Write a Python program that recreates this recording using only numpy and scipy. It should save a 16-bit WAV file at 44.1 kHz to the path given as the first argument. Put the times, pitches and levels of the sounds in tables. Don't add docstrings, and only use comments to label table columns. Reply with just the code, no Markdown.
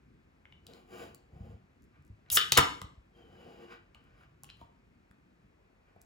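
import sys
import numpy as np
from scipy import signal
from scipy.fft import rfft, irfft
from scipy.io import wavfile
from scipy.ndimage import uniform_filter1d

SR = 44100
rng = np.random.default_rng(int(sys.argv[2]) if len(sys.argv) > 2 else 0)


def volts_from_db(level):
    exponent = np.asarray(level, float) / 20
    return 10 ** exponent


def inscribe(sig):
    pcm = np.round(np.clip(np.atleast_2d(sig).T, -1, 1) * 32767)
    wavfile.write(sys.argv[1], SR, pcm.astype(np.int16))


N = 267157


def unit(x):
    return x / np.sqrt(np.mean(x ** 2))


def unit_energy(x):
    return x / np.sqrt(np.sum(x ** 2))


def band(x, hz, width_hz):
    return signal.lfilter(*signal.iirpeak(min(hz, 0.45 * SR), hz / width_hz, SR), x)


def cut(x, lo_hz, hi_hz):
    return signal.sosfilt(signal.butter(3, [lo_hz, hi_hz], "band", fs=SR, output="sos"), x)


def colour(x, points):
    hz, db = np.transpose(points)
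    log_f = np.log(np.arange(N // 2 + 1) * SR / N + 1)
    return irfft(rfft(x) * volts_from_db(np.interp(log_f, np.log(hz), db)), N)


def curve(s, db):
    return volts_from_db(np.interp(np.arange(N) / SR, s, db, left=-150, right=-150))


def walk(rate_hz):
    hold = int(SR / rate_hz)
    steps = np.repeat(rng.standard_normal(N // hold + 1), hold)
    return 1.6 * uniform_filter1d(uniform_filter1d(steps, hold), hold)[:N]


def add(out, s, x):
    i = int(s * SR)
    out[i:i + len(x)] += x[:N - i]


def ring(modes, size=8192):
    t = np.arange(size) / SR
    return unit_energy(sum(volts_from_db(db - 60 * t / t60_s) * np.sin(2 * np.pi * hz * t) for hz, db, t60_s in modes))


def burst(ms, size=1024):
    sign, spread = rng.standard_normal((2, size))
    decay = np.exp(-np.arange(size) / (ms * SR / 1000))
    return unit_energy(sign * volts_from_db(2.1 * spread) * decay)


def strike(ms, modes, spread=0.045, count=5):
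    out = 0
    for hz, db, t60_s in modes:
        detune = rng.standard_normal((count, 2))
        crowd = ring([(hz * (1 + spread * a), 3 * b, t60_s) for a, b in detune], size=2560)
        out = out + volts_from_db(db) * unit_energy(signal.fftconvolve(burst(ms), band(crowd, hz, hz * 0.61)))
    return out


def snap(ms):
    edge = cut(burst(ms), 4800, 17000)
    return edge + 1.2 * band(edge, 8700, 4300)


def stroke(start, end, start_db, end_db, rise_db_s, fall_db_s):
    times_s = [start - 60 / rise_db_s, start, max(end, start + 1 / SR), end + 60 / fall_db_s]
    return curve(times_s, [start_db - 58, start_db, end_db, end_db - 60.5])


def glide(points, waver_hz):
    s, hz, db = np.transpose(points)
    phase = 2 * np.pi * np.cumsum(np.interp(np.arange(N) / SR, s, hz)) / SR
    return curve(s, db) * walk(waver_hz) * np.sin(phase)


def air():
    # f/Hz, density/dB
    air_spectrum = [(20, -30.5), (50, -3), (102, -16.5), (256, -13), (480, -22), (2550, -30), (3000, -38),
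                    (16000, -57.5)]
    hiss = np.array([colour(rng.standard_normal(N), air_spectrum) for _ in range(2)])
    tone = volts_from_db(-65.5) * unit(hiss)
    bass_gain = volts_from_db(2.5 * walk(9) - 1.5)
    return tone + (bass_gain - 1) * cut(tone, 32, 600)


def arm():
    # centre t/s, spread/s, level/dB
    arm_leans = [
        (0, 0.11, -70.5),
        (0.588, 0.069, -65),
        (1.04, 0.088, -63.5),
        (1.47, 0.084, -52.5),
        (2.63, .16, -54),
        (3.35, .2, -68.5),
        (4.3, 0.34, -67),
    ]
    t = np.arange(N) / SR
    weight = volts_from_db(-73)
    for s, spread_s, db in arm_leans:
        weight = weight + volts_from_db(db) * np.exp(-0.5 * ((t - s) / spread_s) ** 2)
    return weight * unit(cut(rng.standard_normal(N), 35, 160))


def ticks():
    # t/s, peak/dB, ring f/Hz, bright crack re peak/dB, t60/s
    tick_table = [(0.4542, -46, 2150, -31, 0.017), (0.5237, -45.5, 2950, -22, 0.043),
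                  (.6673, -45.5, 3820, 3, 0.018), (0.7353, -47, 4060, -7, .014),
                  (1.147, -65, 4750, 0, 0.0089), (2.262, -56, 1980, -35, .015),
                  (2.287, -65, 4000, -30, .02), (2.3014, -30, 3679, -20, .05),
                  (3.3543, -51, 1620, -27, .02), (3.9472, -48.5, 2910, -11, 0.016),
                  (4.2095, -52, 1400, -29.5, 0.018), (4.4347, -46.5, 1100, 10.5, 0.06),
                  (4.4436, -48.5, 2800, -5, .003), (4.49, -47.5, 2600, -25, .012),
                  (4.4951, -52, 3080, -25, 0.0072), (4.5005, -45.5, 2740, -14, 0.011),
                  (4.5, -42.5, 4120, -18, 0.043), (4.5704, -72, 3940, -1, .015),
                  (4.6133, -39.5, 940, -22.5, 0.15), (4.6120, -57.5, 3315, -22, 0.068),
                  (5.1117, -51, 1498, -9, 0.0056), (5.1117, -64, 3500, -20, 0.0051),
                  (3.953, -50, 1200, -30, 0.059), (5.9624, -47, 702, -28, 0.03)]
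    out = np.zeros(N)
    for s, db, hz, bright_db, t60_s in tick_table:
        wall = [(hz, 0, t60_s), (hz * 0.75, -4, t60_s * 0.4),
                (hz * 0.33, -14, t60_s * 0.15), (hz * 1.24, -7, t60_s * 0.2)]
        add(out, s, volts_from_db(db + 12.5) * strike(0.801, wall, spread=0.014, count=3))
        add(out, s, volts_from_db(db + bright_db + 10) * snap(1.0))
    return out


def scrape():
    # f/Hz, width/Hz, level/dB
    scrape_peaks = [
        [(2918, 650, 0), (3830, 190, -9.5), (4940, 840, -5.5), (5782, 1500, -14.5)],
        [(1186, 190, 2), (1476, 310, 4), (1850, 220, -1), (2306, 370, 0)],
        [(7190, 1300, 0.013), (10230, 3630, 1), (14670, 2500, -0.47)],
        [(230, 160, -2.5), (347.5, 40, -2.5), (455.4, 97, -1), (687, 180, -4)],
    ]
    grains = rng.standard_normal((4, N)) * volts_from_db(2.0 * rng.exponential(size=(4, N))) * volts_from_db(1.1 * walk(40))
    parts = []
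    for g, peaks in zip(grains, scrape_peaks):
        parts.append(unit(sum(volts_from_db(db) * band(band(g, hz, w), hz, w) / np.sqrt(w) for hz, w, db in peaks)))
    return parts


def drags(wall, lid, grit, table):
    # start t/s, end t/s, start level/dB, end level/dB, weight on table/dB
    drag_strokes = [
        (0.696, 0.761, -75, -72.5, 2.5),
        (0.937, 1.038, -62.5, -60.5, -0.5),
        (1.34, 1.509, -83.5, -78, 8),
        (3.169, 3.641, -79.5, -70, 3.5),
    ]
    rise_db_s, fall_db_s = 315, 199
    lid_db, grit_db, table_db = 5, -2, 13
    slow_grit_db_s = -14.5
    out = np.zeros(N)
    for start, end, start_db, end_db, weight_db in drag_strokes:
        body = wall + volts_from_db(lid_db) * lid
        body = body + volts_from_db(grit_db + slow_grit_db_s * (end - start)) * grit
        body = body + volts_from_db(table_db + weight_db) * table
        out += stroke(start, end, start_db, end_db, rise_db_s, fall_db_s) * body
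    return out


def flicks():
    # t/s, peak/dB, centre f/Hz
    flick_table = [(1.1468, -41.5, 12000), (1.822, -62, 9000), (1.832, -68, 7000), (1.841, -63, 9000),
                   (2.024, -69, 9000), (2.050, -60.5, 8000), (2.067, -62.5, 8000), (2.078, -66.5, 10000),
                   (4.040, -65, 10000), (4.571, -69, 8000), (6.012, -62, 5980), (6.016, -47, 11100)]
    out = np.zeros(N)
    for s, db, hz in flick_table:
        add(out, s, volts_from_db(db + 16) * band(cut(burst(0.76), 4500, 17000), hz, hz * 1.1))
    return out


def knocks():
    # t/s, peak/dB, f/Hz, t60/s
    knock_table = [(1.329, -43.5, 72.5, 0.048), (1.36, -44, 101, 0.045), (1.404, -38, 112, 0.093),
                   (1.491, -42.5, 97, 0.057), (1.539, -43.5, 101.6, 0.07), (1.99, -52.5, 141, 0.13),
                   (2.098, -41.5, 103, 0.13), (2.315, -43.5, 95, 0.16), (2.361, -46, 214.5, 0.14),
                   (2.52, -39, 135.3, 0.3), (2.58, -21.5, 128, 0.13), (2.585, -32, 283.8, .2),
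                   (4.613, -53, 416, 0.065), (2.817, -42, 181.3, 0.069), (2.838, -38, 114.9, 0.0754),
                   (2.974, -46, 62.3, 0.076), (4.622, -48.5, 110, 0.067), (5.106, -55.5, 194, 0.07),
                   (5.444, -56.5, 190.1, 0.072), (5.96, -57, 201.4, 0.084)]
    out, push = np.zeros(N), np.hanning(200)
    for s, db, hz, t60_s in knock_table:
        modes = [(hz, 0, t60_s), (hz * 0.68, -6, t60_s), (hz * 1.7, -8, t60_s * 0.55)]
        thud = signal.fftconvolve(push, ring(modes))
        add(out, s, volts_from_db(db + 3.5) * thud / np.abs(thud).max())
    return out


def rubs(wall, lid, grit, table):
    # start t/s, end t/s, level/dB, brightness/dB
    rub_strokes = [
        (1.95, 1.969, -90.5, -10),
        (2.272, 2.31, -91, -10),
        (3.712, 3.727, -63, -0.5),
        (3.97, 4.149, -85.5, -1),
        (4.193, 4.237, -78, 2),
        (4.451, 4.485, -83, 14),
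        (4.601, 4.625, -76, 6),
        (5.887, 5.89, -85.5, -4),
        (5.967, 5.987, -106, -19),
    ]
    rise_db_s, fall_db_s = 499.5, 350.5
    lid_db, grit_db, table_db = 11, -11, 7.5
    out = np.zeros(N)
    for start, end, db, bright_db in rub_strokes:
        body = wall + volts_from_db(lid_db - bright_db) * lid
        body = body + volts_from_db(grit_db + bright_db) * grit
        body = body + volts_from_db(table_db - bright_db) * table
        out += stroke(start, end, db, db, rise_db_s, fall_db_s) * body
    return out


def jet():
    # t/s, level/dB
    jet_envelope = [
        (2.300, -70),
        (2.312, -53),
        (2.318, -29),
        (2.34, -24),
        (2.366, -19),
        (2.376, -39),
        (2.39, -51.5),
        (2.41, -79.5),
    ]
    # f/Hz, level/dB
    jet_spectrum = [(500, -24.5), (2000, -21), (4000, -20.5), (6500, -5.5), (8500, -6.5), (11000, -1),
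                    (15000, -2.5), (17000, -18.5)]
    gas = unit(colour(rng.standard_normal(N), jet_spectrum))
    return curve(*np.transpose(jet_envelope)) * volts_from_db(2.0 * walk(300)) * gas


def cracks(events, lid, panel):
    out = np.zeros(N)
    for s, lid_db, panel_db, bright_db, ms in events:
        add(out, s, volts_from_db(lid_db + 15.5) * strike(ms, lid))
        add(out, s, volts_from_db(panel_db + 14.5) * strike(ms, panel))
        add(out, s, volts_from_db(bright_db + 17) * snap(ms))
    return out


def vent():
    # t/s, lid/dB, panel/dB, bright crack/dB, burst/ms
    vent_cracks = [
        (2.3012, -48.5, -29.5, -32, 1.1),
        (2.3690, -25, -18, -26.5, 1.5),
        (2.3718, -17, -11, -32, 2.2),
        (2.3775, -25, -24.5, -38.5, 3.8),
        (2.388, -26, -27.5, -41, 3),
        (2.413, -33.5, -26, -38.5, 1),
    ]
    # f/Hz, level/dB, t60/s
    tight_modes = [
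        [(450, -12.5, 0.014), (1300, -3.5, 0.027), (1540, 1, .02), (1770, 0, .015), (2298, -10, .012)],
        [(3054, -1.5, 0.093), (3530, -2, 0.028), (4980, -6.5, .015)],
    ]
    return cracks(vent_cracks, *tight_modes)


def tear():
    # t/s, lid/dB, panel/dB, bright crack/dB, burst/ms
    tear_cracks = [
        (2.5207, -28, -17.5, -16, 2.5),
        (2.5680, -26.5, -38, -42, 2.3),
        (2.5735, -18.5, -15, -16, 2.7),
        (2.5770, -15, -19, -14, 2.4),
        (2.5815, -14.5, -25, -23.5, 5),
        (2.5915, -18.5, -31, -34.5, 1.5),
        (2.8161, -41, -45, -42, 0.82),
    ]
    # f/Hz, level/dB, t60/s
    slack_modes = [
        [(445, -1.5, 0.016), (670, -8.5, 0.025), (953, -1.5, 0.017), (1154.6, 1.5, 0.027), (1290, 0.5, 0.025), (1595.4, -3, .015), (2030, -1, 0.031)],
        [(2600, -6, 0.0053), (3010, 1, 0.01), (3773, -1.5, 0.022), (4260, -2, 0.0081), (5290, -1, .012)],
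    ]
    return cracks(tear_cracks, *slack_modes)


def sing():
    # t/s, f/Hz, level/dB
    sing_path = [
        (3.12, 3230, -89),
        (3.16, 3172, -74.5),
        (3.4, 2955, -75),
        (3.7, 2855, -73.5),
        (3.8, 2870, -100),
    ]
    return glide(sing_path, 110)


def squeak():
    # t/s, f/Hz, level/dB
    squeak_path = [
        (4.14, 10500, -100),
        (4.18, 10800, -91),
        (4.22, 10900, -88),
        (4.235, 10800, -100),
    ]
    return glide(squeak_path, 120)


def room(x):
    # f/Hz, t60/s, level/dB
    tail_bands = [(102, 0.33, -12), (298.5, 0.63, -10.5), (935, 0.38, -3.5), (3000, .4, -5),
                  (6600, 0.38, -14.5), (12804, 0.19, -22.5)]
    # delay/ms, level/dB
    near_echoes = [
        (8.5, -8.5),
        (17.3, -16),
        (31.5, -20.5),
    ]
    t = np.arange(SR) / SR
    tail = np.zeros((2, SR))
    for hz, t60_s, db in tail_bands:
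        noise = unit(band(band(rng.standard_normal((2, SR)), hz, hz), hz, hz))
        tail += volts_from_db(db - 60 * t / t60_s) * noise * np.sqrt(hz / t60_s) / SR * 8
    tail *= np.clip(t / 0.006, 0, 1)
    tail[:, 0] += 1
    for delay_ms, db in near_echoes:
        smear = cut(rng.standard_normal((2, 64)) * np.hanning(64), 3200, 21000) / 5
        i = int(delay_ms * SR / 1000)
        tail[:, i:i + 64] += volts_from_db(db) * smear
    return signal.fftconvolve(x[None], tail, axes=1)[:, :N]


def scene():
    parts = scrape()
    handling = arm() + ticks() + drags(*parts) + flicks() + knocks() + rubs(*parts)
    opening = vent() + jet() + tear()
    return room(handling + opening + sing() + squeak()) + air()


def roll_off(x):
    return signal.sosfilt(signal.butter(12, 16780, fs=SR, output="sos"), x)


def record(dry):
    # f/Hz, likeness 0-1, left minus right/dB
    port_match = [(60, 0.91, 0), (350.7, 1, 2.5), (1400, 0, 0.5), (2750, 0.6, 3), (5316, 0.7, 4),
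                  (6500, .75, 2.5), (9000, .93, -1.5), (13300, .92, 1)]
    # f/Hz, lead/rad
    right_lead = [(150, -.2), (345, -1.1), (1400, -1.8), (2400, -1.4), (4500, -.2), (6700, -.3),
                  (9050, 3.14), (15900, 12.8)]
    f = np.arange(N // 2 + 1) * SR / N
    hz, like, lean_db = np.transpose(port_match)
    like = np.clip(np.interp(f, hz, like), 0, 1)
    lean_db = np.interp(f, hz, lean_db)
    left, other = rfft(dry)
    phase = np.interp(f, *np.transpose(right_lead)) - np.arccos(like)
    right = (like * left + 1j * np.sqrt(1 - like ** 2) * other) * np.exp(1j * phase)
    ports = irfft(np.array([left * volts_from_db(lean_db / 2), right * volts_from_db(-lean_db / 2)]), N)
    ports = signal.sosfilt(signal.butter(4, 48, "high", fs=SR, output="sos"), ports)
    ports = signal.sosfilt(signal.ellip(8, 0.2, 50, 15900, fs=SR, output="sos"), ports)
    return roll_off(ports)


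dry = scene()
out = record(dry)
inscribe(out)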